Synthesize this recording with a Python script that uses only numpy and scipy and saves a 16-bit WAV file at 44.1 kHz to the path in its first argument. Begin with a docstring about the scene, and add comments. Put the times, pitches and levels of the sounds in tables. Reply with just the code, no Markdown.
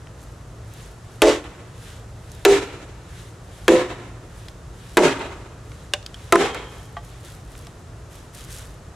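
"""At the edge of a wood, boots take a stand in dry leaves and a strained log ticks. A sledgehammer then
drives a wedge into it five times: clothes rustle softly with each swing, steel cracks, the log rings
hollow, and the trees throw the sound back, swelling as a limiter lets go. Just before the last blow the
wedge slips; then the log breaks open and the loose wedge sings. At the end the hammer's handle knocks and
boots crackle off through the leaves, over the far traffic rumble that has been there all along."""
import sys
import numpy as np
from scipy import signal
from scipy.fft import rfft, irfft, next_fast_len
from scipy.io import wavfile

SR = 44100
rng = np.random.default_rng(int(sys.argv[2]) if len(sys.argv) > 2 else 0)


def wav_record(signal):
    """Record a signal, one row per channel, as 16-bit PCM in the file named by sys.argv[1]."""
    frames = np.transpose(np.atleast_2d(signal))
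    bounded = np.clip(frames, -1, 1)
    # unit amplitude maps onto the largest positive 16-bit level
    quanta = np.round(bounded * 32767).astype(np.int16)
    wavfile.write(sys.argv[1], SR, quanta)


N = 394694
TIME = np.arange(N) / SR
SECOND = TIME[:SR]   # the clock for one short sound


# The blows: t/s, crack level/dB, crack brightness/(dB per octave), crack length/times,
# thud level/dB, groan level/dB, tearing level/dB, sharp echo against the crack/dB
BLOWS = [(1.219, 7, 1.0, 1.55, 1, -27, -22, -47), (2.4507, 13, 1.5, 0.99, 14, -21.5, -25.5, -53),
         (3.6806, 13.5, 0.52, 0.81, 17, -14.5, -34, -58), (4.9707, 15.5, 0.2, 0.99, 16.5, -8.5, -25, -48),
         (6.3239, 14.5, 0.4, 0.83, 5, -13, -41, -37.5)]
# The log's notes, one list a blow, changing as the split grows: f/Hz, level/dB, t60/s
# (t60 is the time a sound takes to fade by 60 dB)
LOG_NOTES = [
    [(299.2, -6.5, 0.31), (341, 1.5, 0.23), (428, 5, 0.23), (509, -5.5, 0.27), (575, -7.5, 0.26),
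     (633, 2, 0.17), (874, -3, 0.12), (1205, -3, 0.081)],
    [(280.3, -17.5, 0.5), (399, 12.5, 0.23), (460, -3, 0.22), (673, -20, 0.2), (744, -12, 0.29)],
    [(359, 1.5, 0.3), (334.4, 5.5, 0.21), (396.4, 8, 0.13), (510, 4.5, 0.28), (572, -6, 0.26),
     (1646, 15.5, 0.021), (3250, 8.5, .02)],
    [(271, -11, 0.54), (359.7, 5, 0.22), (400, -0.5, 0.25), (439, 4, 0.18), (566, -14, 0.42),
     (975, 7.5, 0.088)],
    [(346.6, 14.5, 0.15), (396, 7, 0.22), (679, 10.5, 0.13), (780, -15.5, 0.44), (1031, 7.5, 0.12),
     (1212, 14, 0.054), (1319, 13.5, 0.056)],
]
# The dull thud of the whole log: f/Hz, relative level/dB, t60/s
THUD_NOTES = [(339.8, 0, 0.084), (467, -5.5, 0.068)]

def hammer(lowest_hz=190, tear_delay_s=0.012, thump_hz=45, thump_db=-18):
    """Each blow cracks on the wedge, tears fibres and rings the log, over a short, deep thump."""
    log, low_thump = np.zeros((2, N)), np.zeros(N)
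    for blow, notes in zip(BLOWS, LOG_NOTES):
        start, crack_db, bright_db, length, thud_db, groan_db, tear_db, echo_db = blow
        thud = from_db(thud_db) * ring(THUD_NOTES, build_cycles=2.2)
        body = ring(notes) - thud + from_db(groan_db) * groan()
        add(log, start, from_db(crack_db) * crack(bright_db, length, echo_db) + body)
        add(log, start + tear_delay_s, from_db(tear_db) * tearing())
        add(low_thump, start, from_db(thump_db) * noise_hit(thump_hz, octaves=0.72, t60=0.2))
    # keep deep bass out of the crack and ring
    return filtered(log, lowest_hz, "high") + low_thump


# The tone of steel and wood cracking: f/Hz, relative level/dB, t60/s
CRACK_TONE = [(152, -15.5, 0.11), (320, 8, 0.037), (595, -1, 0.16), (1150, -0.5, 0.063),
              (1780, -1.5, 0.063), (3190, -3, 0.035), (4700, -17, 0.058), (6700, -13.5, 0.042),
              (9100, -12, 0.023), (13400, -18, 0.0058)]
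# How alike the two ears hear sound among the trees: f/Hz, likeness/(0 to 1)
WOOD_LIKENESS = [(300, 1), (800, 0.83), (2000, 0.63), (5000, 0.12), (9000, 0.1), (13000, 0.28)]

def crack(bright_db, length, echo_db, uneven_db=2.5):
    """Many crowded notes die fast, then come back unevenly from the trees and once as a sharp echo."""
    out, power = 0, 0
    trunks = from_db(uneven_db * drift(44.7, size=SR))
    for hz, noise in bands(SR, WOOD_LIKENESS, ripple_db=6.5):
        band = noise * from_db(at_hz(CRACK_TONE, hz) + bright_db * np.log2(hz / 1500))
        dying = fade(length * at_hz(CRACK_TONE, hz, column=2))
        direct = band[0, ::-1] * dying   # reversed noise: same tone as the scatter, unrelated wave
        scattered = band * np.sqrt(np.sum(dying ** 2) * forest(hz))
        echo = from_db(echo_db) * delayed(direct, ECHO_S)
        out = out + direct + echo + scattered * trunks
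        power += np.var(band)
    return out / np.sqrt(power)


def groan(start_hz=235, sink_s=0.2405, t60=0.43, build_s=0.025, rough_db=3):
    """A rough low note swells and sinks after each blow."""
    pitch_hz = start_hz * np.exp(-SECOND / sink_s)
    roughness = from_db(rough_db * drift(62, size=SR))
    return glide(pitch_hz) * rise(build_s) * fade(t60) * roughness


def tearing(hz=2100, top_hz=8500, length_s=0.088):
    """Parting fibres make a short run of tiny clicks, dulled by the wood around them."""
    dull = filtered(clicks(SR, per_s=4000, spread_db=3.5), top_hz, "low")
    return resonance(dull, hz, octaves=1.77) * np.exp(-(SECOND / length_s) ** 2)


# Fibres breaking right through the log: f/Hz, width each way/octaves, relative level/dB, t60/s
BREAK_BURST = [(1040, .55, -1, 0.021), (7000, 0.56, -21.5, .014)]

def breaking(start_s=6.3566, db=14.8):
    """The log breaks open under the last blow."""
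    return placed(start_s, db, burst(BREAK_BURST))


# Strained wood and twigs: t/s, relative level/dB, f/Hz
SNAPS = [(0.071, -34, 1940), (0.7372, -33, 8090), (2.3171, -30.5, 5750), (4.4838, -22.5, 2750),
         (5.7179, -28, 1720), (6.0272, -33, 2850), (6.0628, -19.5, 3430), (6.1434, -26.5, 3120),
         (7.5522, -33.5, 1710), (7.669, -30, 4340)]

def snapping(trim_db=-5.5):
    """Wood gives way in tiny snaps, each a very short puff of noise."""
    return sum(placed(start, db + trim_db, noise_hit(hz, octaves=0.92, t60=0.016))
               for start, db, hz in SNAPS)


# The wedge's own notes: f/Hz, relative level/dB, t60/s
WEDGE_NOTES = [(587, -3, 0.094), (770, -9, 0.1), (1087, -5, 0.059), (1610, 7.5, 0.017), (2855, 9, 0.025),
               (3600, 7, 0.015)]
# Fibres breaking around the wedge: f/Hz, width each way/octaves, relative level/dB, t60/s
SLIP_BURST = [(3070, 1.27, 5.5, 0.019)]

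def slipping(start_s=5.936, db=-19):
    """The wedge slips in the split: it rings, clacks and breaks a few fibres."""
    return placed(start_s, db, ring(WEDGE_NOTES) + clack() + burst(SLIP_BURST))


# A short ping, then a long one at the last blow: t/s, level/dB, t60/s
PINGS = [(6.143, -36.5, 0.056), (6.3243, -32.5, 1.08)]

def singing(hz=3200):
    """The loose wedge rings: steel notes lie so close together that they waver."""
    return sum(placed(start, db, noise_hit(hz, octaves=0.06, t60=t60)) for start, db, t60 in PINGS)


# Knocks on the hammer's handle: t/s, level/dB
KNOCKS = [(6.9675, -34), (7.668, -52)]
# The handle's own notes: f/Hz, relative level/dB, t60/s
HANDLE_NOTES = [(694, 7, 0.093), (850, 3, 0.1), (1160, 10, 0.067), (1560, -2, 0.065), (1910, -1, 0.068),
                (3190, -6, 0.088)]

def knocking():
    """The handle knocks as it is caught and carried off."""
    return sum(placed(start, db, ring(HANDLE_NOTES) + clack()) for start, db in KNOCKS)


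def clack(hz=1030, db=-5):
    """The short, pitchless noise of a knock on wood."""
    return from_db(db) * noise_hit(hz, octaves=1.5, t60=0.077)


# What comes back: f/Hz, near trunks/dB, far trees/dB, blurred echo/dB, brush pile/dB
FOREST_RETURNS = [(146, -6, -15, -48, -32), (380, -3.5, -23, -34.5, -32), (1140, -15, -26, -37.5, -22.5),
                  (3230, -13, -29.5, -36.5, -24.5), (4700, -13.5, -26, -46, -21),
                  (7700, -6.5, -25.5, -53, -28), (13300, -33, -56, -52, -60)]
ECHO_S, BRUSH_PILE_S = 0.222, 0.072   # how late each one answers

def forest(hz, build_s=0.0041):
    """Power coming back per sample: near trunks fade fast, far trees slowly, two answers come late."""
    build = rise(build_s)
    near = fade(t60=0.3) * build
    far = fade(t60=1.304) * build
    echo = delayed(fade(t60=0.58), ECHO_S)
    brush_pile = delayed(fade(t60=0.35) * build, BRUSH_PILE_S)
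    return sum((from_db(at_hz(FOREST_RETURNS, hz, column)) * unit_level(shape)) ** 2
               for column, shape in enumerate((near, far, echo, brush_pile), start=1)) / SR


def tree_echoes(sound):
    """The trees scatter a sound into a fading stereo tail."""
    tail = sum(noise * np.sqrt(forest(hz)) for hz, noise in bands(SR, WOOD_LIKENESS))
    return signal.fftconvolve(sound[None], tail, axes=1)[:, :N]


# The rustle of clothes and dry leaves: f/Hz, relative level/dB
RUSTLE_TONE = [(500, -4), (1600, 17), (2500, 12), (3300, 15.5), (5500, 5.5), (8200, 13.5), (13400, -11.5)]
# How alike the two ears hear rustles and open air: f/Hz, likeness/(0 to 1)
AIR_LIKENESS = [(100, 1), (500, 0.88), (1200, 0.61), (3000, 0.66), (8000, 0.48), (13000, 1)]

def rustling(swing_crackle_db=-9, step_crackle_db=-1):
    """Clothes rustle softly with each swing; steps crackle in dry leaves."""
    rustle = shaped_noise(RUSTLE_TONE, flicker_db=1.6, flicker_per_s=25)
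    ticks = clicks(N, per_s=800, spread_db=4.5) * from_db(3 * drift(40))
    crackle = resonance(ticks, hz=7400, octaves=0.7)
    swings = swinging() * unit_level(rustle + from_db(swing_crackle_db) * crackle)
    steps = stepping() * unit_level(rustle + from_db(step_crackle_db) * crackle)
    return swings + steps


# Lifting the hammer, one row a blow: time before the blow/s, level/dB
LIFTS = [(0.41, -50.5), (.57, -47.5), (0.49, -49), (0.56, -54), (0.54, -55.5)]

def swinging(rest_db=-65, down_vs_crack_db=-66):
    """How hard clothes rub: a swell going up, another coming down, more for a harder blow."""
    motion = from_db(rest_db)
    for (start, crack_db, *_), (lead_s, lift_db) in zip(BLOWS, LIFTS):
        up = from_db(lift_db) * swell(start - lead_s, half_s=0.11)
        down = from_db(crack_db + down_vs_crack_db) * swell(start - 0.09, half_s=0.12)
        motion = motion + up + down
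    return motion


# Boots taking a stand and later walking off: t/s, length/s, level/dB
STEPS = [(0.165, 0.071, -58), (6.68, 0.14, -53), (7.02, 0.17, -55), (7.227, 0.081, -47.5),
         (7.48, 0.17, -54.5), (8.092, 0.1, -52), (8.326, 0.093, -45.5), (8.473, 0.14, -44.5)]

def stepping(press_s=0.031, release_s=0.066):
    """How hard a boot presses the leaves: it comes down, stays, then eases off."""
    motion = np.zeros(N)
    for start, length, db in STEPS:
        press = np.clip((TIME - start) / press_s, 0, 1)
        release = np.exp(-np.maximum(TIME - start - length, 0) / release_s)
        motion += from_db(db) * press * release
    return motion


# The tone of open air and far traffic: f/Hz, relative level/dB
AIR_TONE = [(25, -23), (50, -2), (85, -5.5), (130, -4.5), (190, -21), (290, -18), (550, -19.5),
            (750, -25.5), (1200, -25), (2500, -37), (4500, -39.5), (8000, -37.5), (11000, -50.5),
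            (16000, -66)]

def far_traffic(air_db=-40, hum_hz=114, hum_db=-48, waver_hz=5):
    """Traffic rumbles far off in the open air, with a wavering engine hum."""
    air = shaped_noise(AIR_TONE, flicker_db=-0.06, flicker_per_s=6)
    hum = glide(hum_hz + waver_hz * drift(20)) * from_db(3.5 * drift(8))
    return from_db(air_db) * air + from_db(hum_db) * unit_level(hum)


def ring(notes, build_cycles=1.56):
    """A struck thing's notes: pure tones that build up and die, every other one upside down."""
    return sum((-1) ** k * from_db(db) * np.sin(2 * np.pi * hz * SECOND)
               * rise(build_cycles / hz) * fade(t60) for k, (hz, db, t60) in enumerate(notes))


def burst(rows):
    """Breaking wood: broad bands of noise that die almost at once."""
    return sum(from_db(db) * noise_hit(hz, octaves, t60) for hz, octaves, db, t60 in rows)


def noise_hit(hz, octaves, t60):
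    """Noise around one pitch that starts suddenly and fades."""
    return resonance(rng.standard_normal(SR), hz, octaves) * fade(t60)


def clicks(size, per_s, spread_db):
    """Random clicks, a few much stronger than the rest."""
    strengths = from_db(spread_db * np.minimum(rng.exponential(1, size), 4))
    return unit_level(strengths * rng.choice([-1, 1], size) * (rng.random(size) < per_s / SR))


def shaped_noise(tone, flicker_db, flicker_per_s):
    """Stereo noise that follows a tone table, each band's level wandering on its own."""
    return unit_level(sum(noise * from_db(at_hz(tone, hz) + flicker_db * drift(flicker_per_s))
                          for hz, noise in bands(N, AIR_LIKENESS)))


def bands(size, likeness, ripple_db=0, ripple_hz=60):
    """Stereo noise in half-octave slices, as (f/Hz, noise); a ripple stands for crowded notes."""
    edges = 22 * 2 ** np.arange(0, 10, .5)
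    length = next_fast_len(size + SR)
    bin_hz = np.arange(length // 2 + 1) * SR / length
    ripple = np.interp(bin_hz / ripple_hz, np.arange(SR), rng.uniform(-0.64, 1, SR))
    ripple /= 1 + (bin_hz / 3500) ** 2   # high notes overlap and even out
    spectrum = rfft(rng.standard_normal((2, 2, length)))
    noise = irfft(spectrum * unit_level(from_db(ripple_db * ripple)), length)
    for k, (low, high) in enumerate(zip(edges, edges[1:])):
        shared, side = filtered(noise[k % 2], [low, high], "band")[:, -size:]
        hz = np.sqrt(low * high)
        alike = np.clip(at_hz(likeness, hz), 0, 1)
        yield hz, np.sqrt((1 + alike) / 2) * shared + np.sqrt((1 - alike) / 2) * side * [[1], [-1]]


def resonance(sound, hz, octaves):
    """Keep what lies within some octaves of a pitch, at level 1."""
    edges = np.clip([hz / 2 ** octaves, hz * 2 ** octaves], 20, .45 * SR)
    return unit_level(filtered(sound, edges, "band"))


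def filtered(sound, hz, keep):
    """Gently keep the lows, the highs or a band."""
    return signal.sosfilt(signal.butter(2, hz, keep, fs=SR, output="sos"), sound)


def glide(hz):
    """A pure tone with a moving pitch."""
    return np.sin(2 * np.pi * np.cumsum(hz) / SR)


def drift(per_s, size=N):
    """A random wander, about 1 either way."""
    return np.interp(TIME[:size] * per_s, np.arange(size), rng.standard_normal(size))


def rise(build_s):
    """Climb from 0 towards 1."""
    return 1 - np.exp(-SECOND / build_s)


def fade(t60):
    """Fall by 60 dB every t60 seconds."""
    return np.exp(-np.log(1000) * SECOND / t60)


def swell(peak_s, half_s):
    """A smooth rise and fall."""
    return np.exp(-((TIME - peak_s) / half_s) ** 2)


def delayed(sound, delay_s):
    """Start a one-second sound later."""
    return np.interp(SECOND - delay_s, SECOND, sound, left=0)


def add(track, start_s, sound):
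    """Mix a sound in at a time."""
    start = round(start_s * SR)
    track[..., start:start + sound.shape[-1]] += sound[..., :N - start]


def placed(start_s, db, sound):
    """One sound on an otherwise silent track."""
    track = np.zeros(N)
    add(track, start_s, from_db(db) * sound)
    return track


def at_hz(rows, hz, column=1):
    """Read a table between its rows, by pitch."""
    table = np.array(rows)
    return np.interp(np.log(hz), np.log(table[:, 0]), table[:, column])


def unit_level(sound):
    """Scale to an average (rms) level of 1."""
    return sound / np.sqrt(np.mean(sound ** 2) + 1e-20)


def from_db(db):
    """Turn decibels into a multiplier."""
    return 10 ** (np.asarray(db) / 20)


def scene(echoes_db=-7, pan_db=0.25):
    """The log lies almost straight ahead, with the trees all round."""
    wood = snapping() + slipping() + breaking() + knocking()
    log = (hammer() + singing() + wood) * from_db([[-pan_db], [pan_db]])
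    return log + from_db(echoes_db) * tree_echoes(wood) + rustling() + far_traffic()


def record(dry, overload_db=20, ceiling_db=-1.88, release_db_per_s=270, soften_hz=14000, top_hz=16000):
    """Cracks overload the input; a limiter turns down at once and soon recovers; the top treble is cut."""
    driven = from_db(overload_db) * np.tanh(dry / from_db(overload_db))
    peak_db = 20 * np.log10(np.abs(driven).max(axis=0) + 1e-9)
    over_db = np.maximum(peak_db - ceiling_db, 0)
    recovery_db = release_db_per_s * TIME
    dip_db = np.maximum.accumulate(over_db + recovery_db) - recovery_db
    soft = filtered(driven * from_db(-dip_db), soften_hz, "low")
    return signal.sosfilt(signal.ellip(10, .1, 90, top_hz, fs=SR, output="sos"), soft)


dry = scene()
out = record(dry)
wav_record(out)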